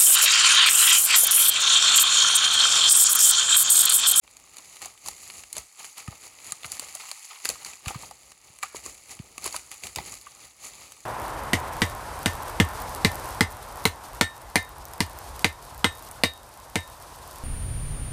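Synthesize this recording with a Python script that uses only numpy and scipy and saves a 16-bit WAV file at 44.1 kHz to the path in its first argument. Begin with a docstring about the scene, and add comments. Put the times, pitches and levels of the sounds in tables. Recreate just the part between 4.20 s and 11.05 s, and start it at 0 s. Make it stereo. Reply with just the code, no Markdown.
"""Firewood rounds on a brushy slope

Heavy rounds pushed downhill in the woods, some way off, crush leaves and bark: grainy, coloured noise.
Twigs snap or tick (ringing noise bursts) and wood knocks (damped modes). Low thumps are falling sines:
rounds landing on soil and, in the higher ones, thick branches breaking.
Undergrowth scatters the hits (decaying-noise echoes); a small two-port microphone picks it all up."""
import sys
import numpy as np
from scipy import signal
from scipy.fft import rfft, irfft, next_fast_len
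from scipy.io import wavfile
from scipy.ndimage import uniform_filter1d

SR = 44100
rng = np.random.default_rng(int(sys.argv[2]) if len(sys.argv) > 2 else 0)


def bounce(signal):
    """Save signal as a 16-bit WAV file at the path given by the first command-line argument."""
    frames = np.transpose(np.atleast_2d(signal))
    limited = np.clip(frames, -1, 1)
    pcm = np.round(limited * 32767).astype(np.int16)
    wavfile.write(sys.argv[1], SR, pcm)


N = 302217
TIME = np.arange(N) / SR

# relative noise spectra of litter and ground: [f/Hz, level/dB]
LEAF_SPECTRUM = [(700, -54), (2000, -0.5), (3300, -12.5), (4500, -2), (5400, -5), (6700, 3), (8000, 0),
                 (10000, -2.5), (12000, -9), (14000, -16.5), (16000, -26)]
BARK_SPECTRUM = [(500, -13.5), (650, -14.5), (800, 0.5), (1000, -3), (1200, 1), (1550, -0.5), (2300, 2.5),
                 (3200, -4.5), (4500, -2), (8000, -21.5)]
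MULCH_SPECTRUM = [(100, 0), (200, -2.5), (350, 0), (550, -0.5), (750, 0.5), (1300, -21.5)]
SOIL_SPECTRUM = [(20, -57), (40, -1), (60, 8), (110, 0), (200, -10), (350, -27.5), (700, -53), (2000, -51)]


def rolling():
    """A rolling round crushes leaves and bark and shakes the ground."""
    leaves_db, bark_db, soil_db = [litter_db(layer) for layer in range(3)]
    leaves = crackle(per_s=900, spread_db=4.2, hiss=.66, grain_s=.0014, own=.5, apart_db=-10)
    leaves = from_db(leaves_db + 1.0) * leaves
    bark = crackle(per_s=400, spread_db=3.5, hiss=.65, grain_s=.0025, own=.6, apart_db=-13)
    bark = from_db(bark_db - 0.84) * bark
    # damp mulch underneath follows ground and bark levels
    mulch_db = .65 * soil_db + 0.4 * bark_db - 2.0
    mulch = from_db(mulch_db) * spread_noise(apart_db=-13.5)
    soil = from_db(soil_db - 9.0) * spread_noise(apart_db=-12)
    litter = colour(leaves, LEAF_SPECTRUM) + colour(bark, BARK_SPECTRUM)
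    return litter + colour(mulch, MULCH_SPECTRUM) + colour(soil, SOIL_SPECTRUM)


# a round bears down on the litter; relative levels:
# [t/s of full weight, leaf level/dB, bark level/dB, ground level/dB, swell time constant/s, settling/s]
CRUNCHES = [(0.392, -53.5, -49.5, -65.5, 0.039, 0.02), (0.623, -39.5, -39.5, -48, 0.0089, 0.047),
            (0.874, -37.5, -44.5, -48, 0.027, 0.045), (1.035, -45, -56, -68.0, 0.038, 0.037),
            (1.09, -46.5, -51, -70.5, 0.09, 0.042), (1.187, -42, -51, -51.5, 0.093, 0.049),
            (1.382, -38.5, -43, -45.5, 0.031, 0.029), (1.6, -41.5, -40, -61, 0.009, 0.018),
            (1.654, -41.5, -46.5, -64.5, 0.056, 0.048), (1.781, -40, -40.5, -63, 0.011, 0.044),
            (1.924, -53, -48.5, -53, 0.049, 0.041), (2.065, -42.5, -46.5, -53, 0.048, 0.019),
            (2.282, -41, -46, -55, 0.054, 0.053), (2.448, -43, -43.5, -48, 0.008, 0.028),
            (2.528, -37, -45.5, -51, 0.03, 0.044), (2.617, -42.5, -45, -58, 0.022, 0.11),
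            (2.749, -38.5, -48, -69.5, 0.006, 0.015), (2.805, -41, -39, -77, 0.007, 0.028),
            (2.895, -43.5, -47.5, -81, 0.211, 0.1), (3.047, -39, -49, -79.5, 0.004, 0.012),
            (3.106, -61, -41, -76, 0.009, 0.07), (3.267, -33, -40, -55, 0.022, 0.017),
            (3.299, -32.5, -39, -41.5, 0.0097, 0.033), (3.42, -46.5, -44, -57, 0.033, 0.015),
            (3.463, -38.5, -41.5, -56, 0.019, 0.067), (3.687, -36, -35.5, -45.5, 0.023, 0.035),
            (3.748, -54, -42.5, -51, 0.0085, 0.034), (3.835, -42.5, -47.0, -47.5, 0.071, 0.06),
            (4.101, -52.5, -59.5, -57, 0.19, 0.034), (4.249, -54.5, -57.5, -59.5, 0.022, 0.17),
            (4.432, -39, -40.5, -62, 0.0069, 0.037), (4.559, -37, -41.5, -46.5, 0.011, 0.028),
            (4.665, -40.5, -48, -46.5, 0.035, 0.066), (4.916, -38.5, -44.5, -50, 0.023, 0.03),
            (5.262, -32, -35.5, -44, 0.026, 0.025), (5.352, -35.0, -40.5, -51.0, 0.031, 0.031),
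            (5.521, -40.5, -43.0, -64.5, 0.006, 0.03), (5.645, -37.5, -42, -44, 0.014, 0.042),
            (5.772, -43, -36.5, -36.5, 0.0053, 0.039), (5.879, -40.5, -44, -47, 0.042, 0.027),
            (5.929, -41.5, -48.5, -50, 0.043, 0.046), (6.048, -58, -54, -60, 0.011, 0.157),
            (6.246, -47.5, -48, -58.5, 0.061, 0.037), (6.45, -38.5, -45.0, -54, 0.03, 0.051),
            (6.633, -47, -49, -55.5, 0.17, 0.093), (6.787, -62, -60, -58, 0.018, 0.031)]
# steady rolling and sliding; relative levels: [t/s, leaf level/dB, bark level/dB, ground level/dB]
RUSTLE = [(0.04, -60, -61.0, -62.5), (0.55, -47.5, -54, -62), (0.78, -56.0, -62.0, -67),
          (1.0, -49.5, -57, -61), (1.5, -56, -61.5, -81), (1.7, -51.5, -64, -72), (2.15, -52.5, -56, -64),
          (2.6, -51.5, -52, -63), (3.1, -46.5, -57, -83), (3.6, -57, -59.5, -71), (4.2, -58.5, -61.5, -69),
          (4.8, -52.5, -59.5, -66.5), (5.06, -55.0, -56.5, -55), (5.6, -50.0, -58.5, -63),
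          (6.1, -52.5, -58.0, -66), (6.34, -58.5, -74, -67.5), (6.55, -58, -58, -63),
          (6.85, -52.5, -62, -66)]


def litter_db(layer):
    """Layer level (0 leaves, 1 bark, 2 ground): crunches swell and settle on top of the rustle."""
    rustle = np.transpose(RUSTLE)
    t = TIME[::32]
    power = from_db(np.interp(t, rustle[0], rustle[1 + layer])) ** 2
    for full_s, *levels_db, swell_s, settle_s in CRUNCHES:
        envelope = np.exp(-np.maximum((full_s - t) / swell_s, (t - full_s) / settle_s))
        power = power + (from_db(levels_db[layer]) * envelope) ** 2
    return np.interp(TIME, t, 10 * np.log10(power))


def crackle(per_s, spread_db, hiss, grain_s, own, apart_db):
    """Fragments of every size: some cracks span all bands, others (share own) sound in one."""
    shared = grains(per_s, spread_db, hiss, grain_s)
    edges_hz = np.geomspace(350, 17000, 9)
    out = 0
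    for low_hz, high_hz in zip(edges_hz, edges_hz[1:]):
        single = grains(per_s / 2, spread_db, hiss, grain_s)
        strength = np.sqrt((1 - own) * shared + own * single)
        band = signal.butter(2, [low_hz, high_hz], "band", fs=SR, output="sos")
        out = out + signal.sosfilt(band, strength * spread_noise(apart_db))
    return rms_one(out)


def grains(per_s, spread_db, hiss, grain_s):
    """Power of tiny fractures of uneven size over a smooth hiss; about 1 on average."""
    hits = rng.random(N) < per_s / SR
    sizes = from_db(spread_db * np.minimum(rng.exponential(1, N), 5)) * hits
    decay = np.exp(-2 / (grain_s * SR))
    power = signal.lfilter([1], [1, -decay], sizes ** 2 + 1e-18)
    power = power / (uniform_filter1d(power, size=2600) + 1e-9)  # level out slow changes
    return (power + hiss ** 2) / (1 + hiss ** 2)


def spread_noise(apart_db):
    """White noise from a wide patch of ground: mostly common to both ports."""
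    mid, side = rng.standard_normal((2, N))
    return rms_one(mid + from_db(apart_db) * side * np.array([[1], [-1]]))


# twig breaks, from loud snaps to faint ticks:
# [t/s, relative crack level/dB, woody body level/dB re crack]
SNAPS = [(0.0765, -49.5, 7.5), (0.111, -44.5, -15), (0.1683, -39, -6), (0.1985, -42.5, -7),
         (0.3683, -34, -8), (0.3837, -34, -9), (0.5678, -38.5, 1), (0.618, -32.5, -16), (0.647, -35.5, 2),
         (0.6575, -27, -26), (0.861, -29.5, -11), (0.8846, -19.5, -12), (1.032, -39, -12),
         (1.0997, -39, 8.5), (1.2365, -43.5, 6.5), (1.3282, -23, -14), (1.3666, -26, -5), (1.381, -23, -37),
         (1.6445, -44.5, 11.5), (1.7806, -29.5, -15), (1.8784, -38.5, -3), (2.321, -21, -7.5),
         (2.432, -40, 7), (2.445, -37, 10.5), (2.456, -33, -18), (2.4626, -31, -17), (2.5185, -22, -27),
         (2.5956, -20.5, -7), (2.7514, -25, -25), (2.914, -23, -9.5), (3.2492, -23.5, -8),
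         (3.2544, -16.5, -2.5), (3.2897, -15, -9.5), (3.3, -21, -2.5), (3.4478, -26.5, -7),
         (3.6598, -41, 13), (3.6815, -23.5, -1), (3.9104, -35.5, -11), (4.1183, -40, 0), (4.387, -38, -5),
         (4.4285, -26, 3.5), (4.433, -27.5, -25), (4.6615, -29.5, -24), (4.991, -46.5, 7),
         (5.18, -28.5, -4), (5.242, -24, -19), (5.262, -21, -25), (5.2759, -24.5, -0.5), (5.3254, -30, -18),
         (5.3634, -22, -7), (5.5153, -30.5, -5), (5.636, -28, -1.5), (5.669, -27.5, -1.5),
         (5.7597, -18, -7.5), (5.7843, -37, 12.5), (5.9219, -31.5, -24), (6.0127, -37, -17),
         (6.7204, -33.5, -4)]
# relative spectra of crack and woody body: [f/Hz, level/dB]
CRACK_SPECTRUM = [(1000, -32), (3200, -16.5), (4500, -4.5), (5400, -10), (6700, -1.5), (8200, 1.5),
                  (10300, -2.5), (12000, -10.5), (14000, -13), (16000, -26)]
BODY_SPECTRUM = [(150, -22.5), (450, -24), (900, -15.5), (1500, -11), (2400, -5.5), (3200, -12.5),
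                 (4300, -10.5), (5500, -20.5), (9000, -72.5)]


def twigs():
    """Each break is a bright crack; thicker sticks add a woody body."""
    crack, body = np.zeros((2, N))
    thin = small_breaks(per_s=20, above_db=1, spread_db=2.2)
    for start_s, level_db, body_db in list(SNAPS) + thin:
        snap = stick(burst(rise_s=0.0002, decay_s=0.0014), 4130, 7300)
        add(crack, start_s, from_db(level_db + 20.5) * snap)
        wood = stick(burst(rise_s=0.00033, decay_s=0.0022), 1500, 3700, ring_db=-5.5)
        add(body, start_s, from_db(level_db + body_db + 19.0) * wood)
    return colour(crack, CRACK_SPECTRUM) + colour(body, BODY_SPECTRUM)


def small_breaks(per_s, above_db, spread_db):
    """Thin twigs break at random, their level following the crushed leaves; rows like SNAPS."""
    start_s = rng.uniform(0, N / SR, int(per_s * N / SR))
    leaves_db = np.interp(start_s, TIME, litter_db(0))
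    size_db = spread_db * np.minimum(rng.exponential(1, len(start_s)), 3)
    body_db = rng.normal(-3.5, 3.9, len(start_s))
    return list(zip(start_s, leaves_db + above_db + size_db, body_db))


def stick(volley, low_hz, high_hz, ring_db=1, q=7):
    """Every stick rings briefly at a random pitch of its own; energy 1."""
    hz = low_hz * (high_hz / low_hz) ** rng.random()
    ring = signal.lfilter(*signal.iirpeak(hz, q, fs=SR), volley)
    sound = volley + from_db(ring_db) * ring
    return sound / np.linalg.norm(sound)


def burst(rise_s, decay_s):
    """Fibres give way in a quick irregular volley; energy 1."""
    t = TIME[:SR // 40]
    shape = (1 - np.exp(-t / rise_s)) * np.exp(-t / decay_s)
    volley = shape * rng.standard_normal(len(t))
    return volley / np.linalg.norm(volley)


# wood against wood: [t/s, relative level/dB, nominal main-mode f/Hz]
KNOCKS = [(0.616, -39, 1280), (0.657, -41, 740), (0.858, -40, 1136), (0.883, -38, 850), (1.366, -39, 663),
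          (1.603, -45.5, 864), (1.876, -35.5, 1250), (1.925, -45, 860), (2.322, -39, 1210),
          (2.444, -31, 1430), (2.623, -45, 600), (2.754, -44.5, 706), (2.837, -45, 980), (2.914, -43, 800),
          (3.253, -36, 1156), (3.296, -34.5, 556), (3.355, -43, 1240), (3.658, -34.5, 1270),
          (3.683, -34, 1234), (3.706, -33, 810), (3.745, -37.5, 1120), (3.832, -40.5, 856),
          (3.91, -39.5, 860), (4.432, -23.5, 1235), (4.457, -40, 1330), (4.545, -40.5, 714),
          (4.659, -41.5, 1135), (5.178, -40.5, 1220), (5.259, -37.5, 1180), (5.343, -30, 1060),
          (5.36, -35.5, 1200), (5.785, -31.5, 815), (5.928, -46, 1140), (6.067, -37.5, 1155)]
# nominal modes of a round: [f ratio to main mode, relative level/dB, t60/s]
LOG_MODES = [(.63, -7, 0.037), (.9, -25, 0.047), (1.004, 6, 0.014), (1.099, -5, 0.0037), (1.42, 5, 0.0051),
             (1.95, 1, 0.0038), (2.3, -1.5, 0.011)]


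def knocks(contact_s=0.0033, rattle_db=-4):
    """Bark-cushioned contact rings heavily damped wood modes; the bark rattles through them too."""
    out, t = np.zeros(N), TIME[:SR // 12]
    for start_s, level_db, pitch_hz in KNOCKS:
        rattle, sound = burst(rise_s=0.0011, decay_s=0.005), 0
        onset = 1 - np.exp(-(t / contact_s) ** 2)
        for ratio, mode_db, t60_s in LOG_MODES:
            hz = pitch_hz * ratio * (1 + rng.normal(0, 0.029))
            ring = np.sin(2 * np.pi * hz * t) * from_db(-60 * t / t60_s) * onset
            rough = signal.fftconvolve(ring, rattle)[:len(t)]
            mode = rms_one(ring) + from_db(rattle_db) * rms_one(rough)
            sound = sound + from_db(mode_db + rng.normal(0, 0.86)) * mode
        add(out, start_s, from_db(level_db - 11.5) * rms_one(sound))
    return out


# low thumps: rounds landing on soil and, in the higher ones, thick branches breaking:
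# [t/s, peak level/dB, start f/Hz, final f/Hz]
THUMPS = [(1.883, -25.5, 194, 48), (1.913, -45, 110, 70), (2.326, -47.5, 200, 90), (2.453, -43, 167, 90),
          (2.596, -42, 408, 150), (3.253, -34.5, 474, 300), (3.669, -26, 143, 56), (3.7043, -34, 480, 120),
          (3.757, -28, 167, 99), (4.301, -50, 170, 70), (4.547, -30, 500, 230), (4.664, -39, 463, 100),
          (4.9985, -28, 222, 45), (5.179, -43, 385, 150), (5.263, -29.5, 490, 200), (5.768, -36, 163, 90),
          (5.801, -38.5, 190, 120)]
CONTACT_CYCLES = 0.63  # time to full force, in cycles of the start pitch


def thumps(fall_s=0.0073):
    """A landing round or, higher up, a breaking thick branch: a few cycles that fall in pitch."""
    out, t = np.zeros(N), TIME[:SR // 10]
    for start_s, level_db, start_hz, end_hz in THUMPS:
        contact_s = CONTACT_CYCLES / start_hz
        hz = end_hz + (start_hz - end_hz) * np.exp(-t / fall_s)
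        push = t / contact_s * np.exp(1 - t / contact_s)
        add(out, start_s, -from_db(level_db) * push * np.sin(2 * np.pi * np.cumsum(hz) / SR))
    return out


def woods(x, near_db=-10, near_t60_s=0.036, far_db=-18, far_t60_s=1.0, low_hz=750):
    """Near brush and farther trunks scatter the short waves, differently for each port."""
    t = TIME[:SR // 2]
    echoes = 0
    for level_db, t60_s in ((near_db, near_t60_s), (far_db, far_t60_s)):
        tail = rng.standard_normal((2, len(t))) * from_db(-60 * t / t60_s)
        echoes = echoes + from_db(level_db) * tail / np.linalg.norm(tail, axis=1, keepdims=True)
    highpass = signal.butter(1, low_hz, "high", fs=SR, output="sos")
    echoes = signal.sosfilt(highpass, echoes)
    return x + signal.fftconvolve(x[None], echoes, axes=1)[:, :N]


def from_db(db):
    """Amplitude ratio of a level in dB."""
    return 10 ** (np.asarray(db) / 20)


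def rms_one(x):
    """Scale to an RMS of 1."""
    return x / np.sqrt(np.mean(x ** 2) + 1e-20)


def add(track, start_s, sound):
    """Mix a sound into a track at a given time."""
    at = max(round(start_s * SR), 0)
    track[at:at + len(sound)] += sound[:max(N - at, 0)]


def colour(x, spectrum):
    """Shape a white signal's spectrum, keeping its power; minimum phase keeps attacks sharp."""
    size = 2 * next_fast_len(N // 2 + 2048)
    hz, level_db = np.transpose(spectrum)
    bins_hz = np.maximum(np.fft.rfftfreq(size, 1 / SR), 1)
    gain = from_db(np.interp(np.log(bins_hz), np.log(hz), level_db))
    gain = rms_one(gain * np.minimum(bins_hz / hz[0], 1) ** 2)  # 12 dB/octave below the first point
    cepstrum = irfft(np.log(gain))[:size // 2]
    response = np.exp(2 * rfft(cepstrum, size) - cepstrum[0])
    return irfft(rfft(x, size) * response, size)[..., :N]


def scene():
    """The rustle is already diffuse; the single hits echo from the undergrowth."""
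    return rolling() + woods(twigs() + knocks() + thumps())


# two microphone ports: [f/Hz, left minus right level/dB, left lead/rad]
PORTS = [(100, -0.5, 0.1), (1000, -0.3, -0.0), (1230, -0.3, -0.3), (1400, 6.6, 2.8), (1600, 0.0, 2.8),
         (2300, 3.7, 1.7), (3000, 10.3, 1.1), (3500, 7.7, 2.1), (4600, 9.9, 1.4), (5200, 7.3, 2.4),
         (5900, -5.6, 2.3), (7000, -2.4, 1.0), (9000, -0.7, 3.9), (11000, -0.4, 6.6), (14300, 0.1, 12.2),
         (16000, 2.3, 13.7)]
CUTOFF_HZ, FADE_IN_S = 16400, 0.038


def record(dry):
    """Ports differ in level and phase by frequency; the sound fades in and the top is cut."""
    size = next_fast_len(N + 4096)
    hz, *columns = np.transpose(PORTS)
    bins_hz = np.fft.rfftfreq(size, 1 / SR)
    balance_db, lead_rad = [np.interp(bins_hz, hz, column) for column in columns]
    ratio = from_db(balance_db)
    # the two ports' summed power gain stays constant
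    ports = np.array([ratio, np.exp(-1j * lead_rad)]) * np.sqrt(2 / (1 + ratio ** 2))
    heard = irfft(rfft(dry, size) * ports, size)[:, :N]
    heard = heard * np.minimum(TIME / FADE_IN_S, 1) ** 4
    lowpass = signal.ellip(10, .1, 80, CUTOFF_HZ, fs=SR, output="sos")
    return signal.sosfilt(lowpass, heard)


dry = scene()
out = record(dry)
bounce(out)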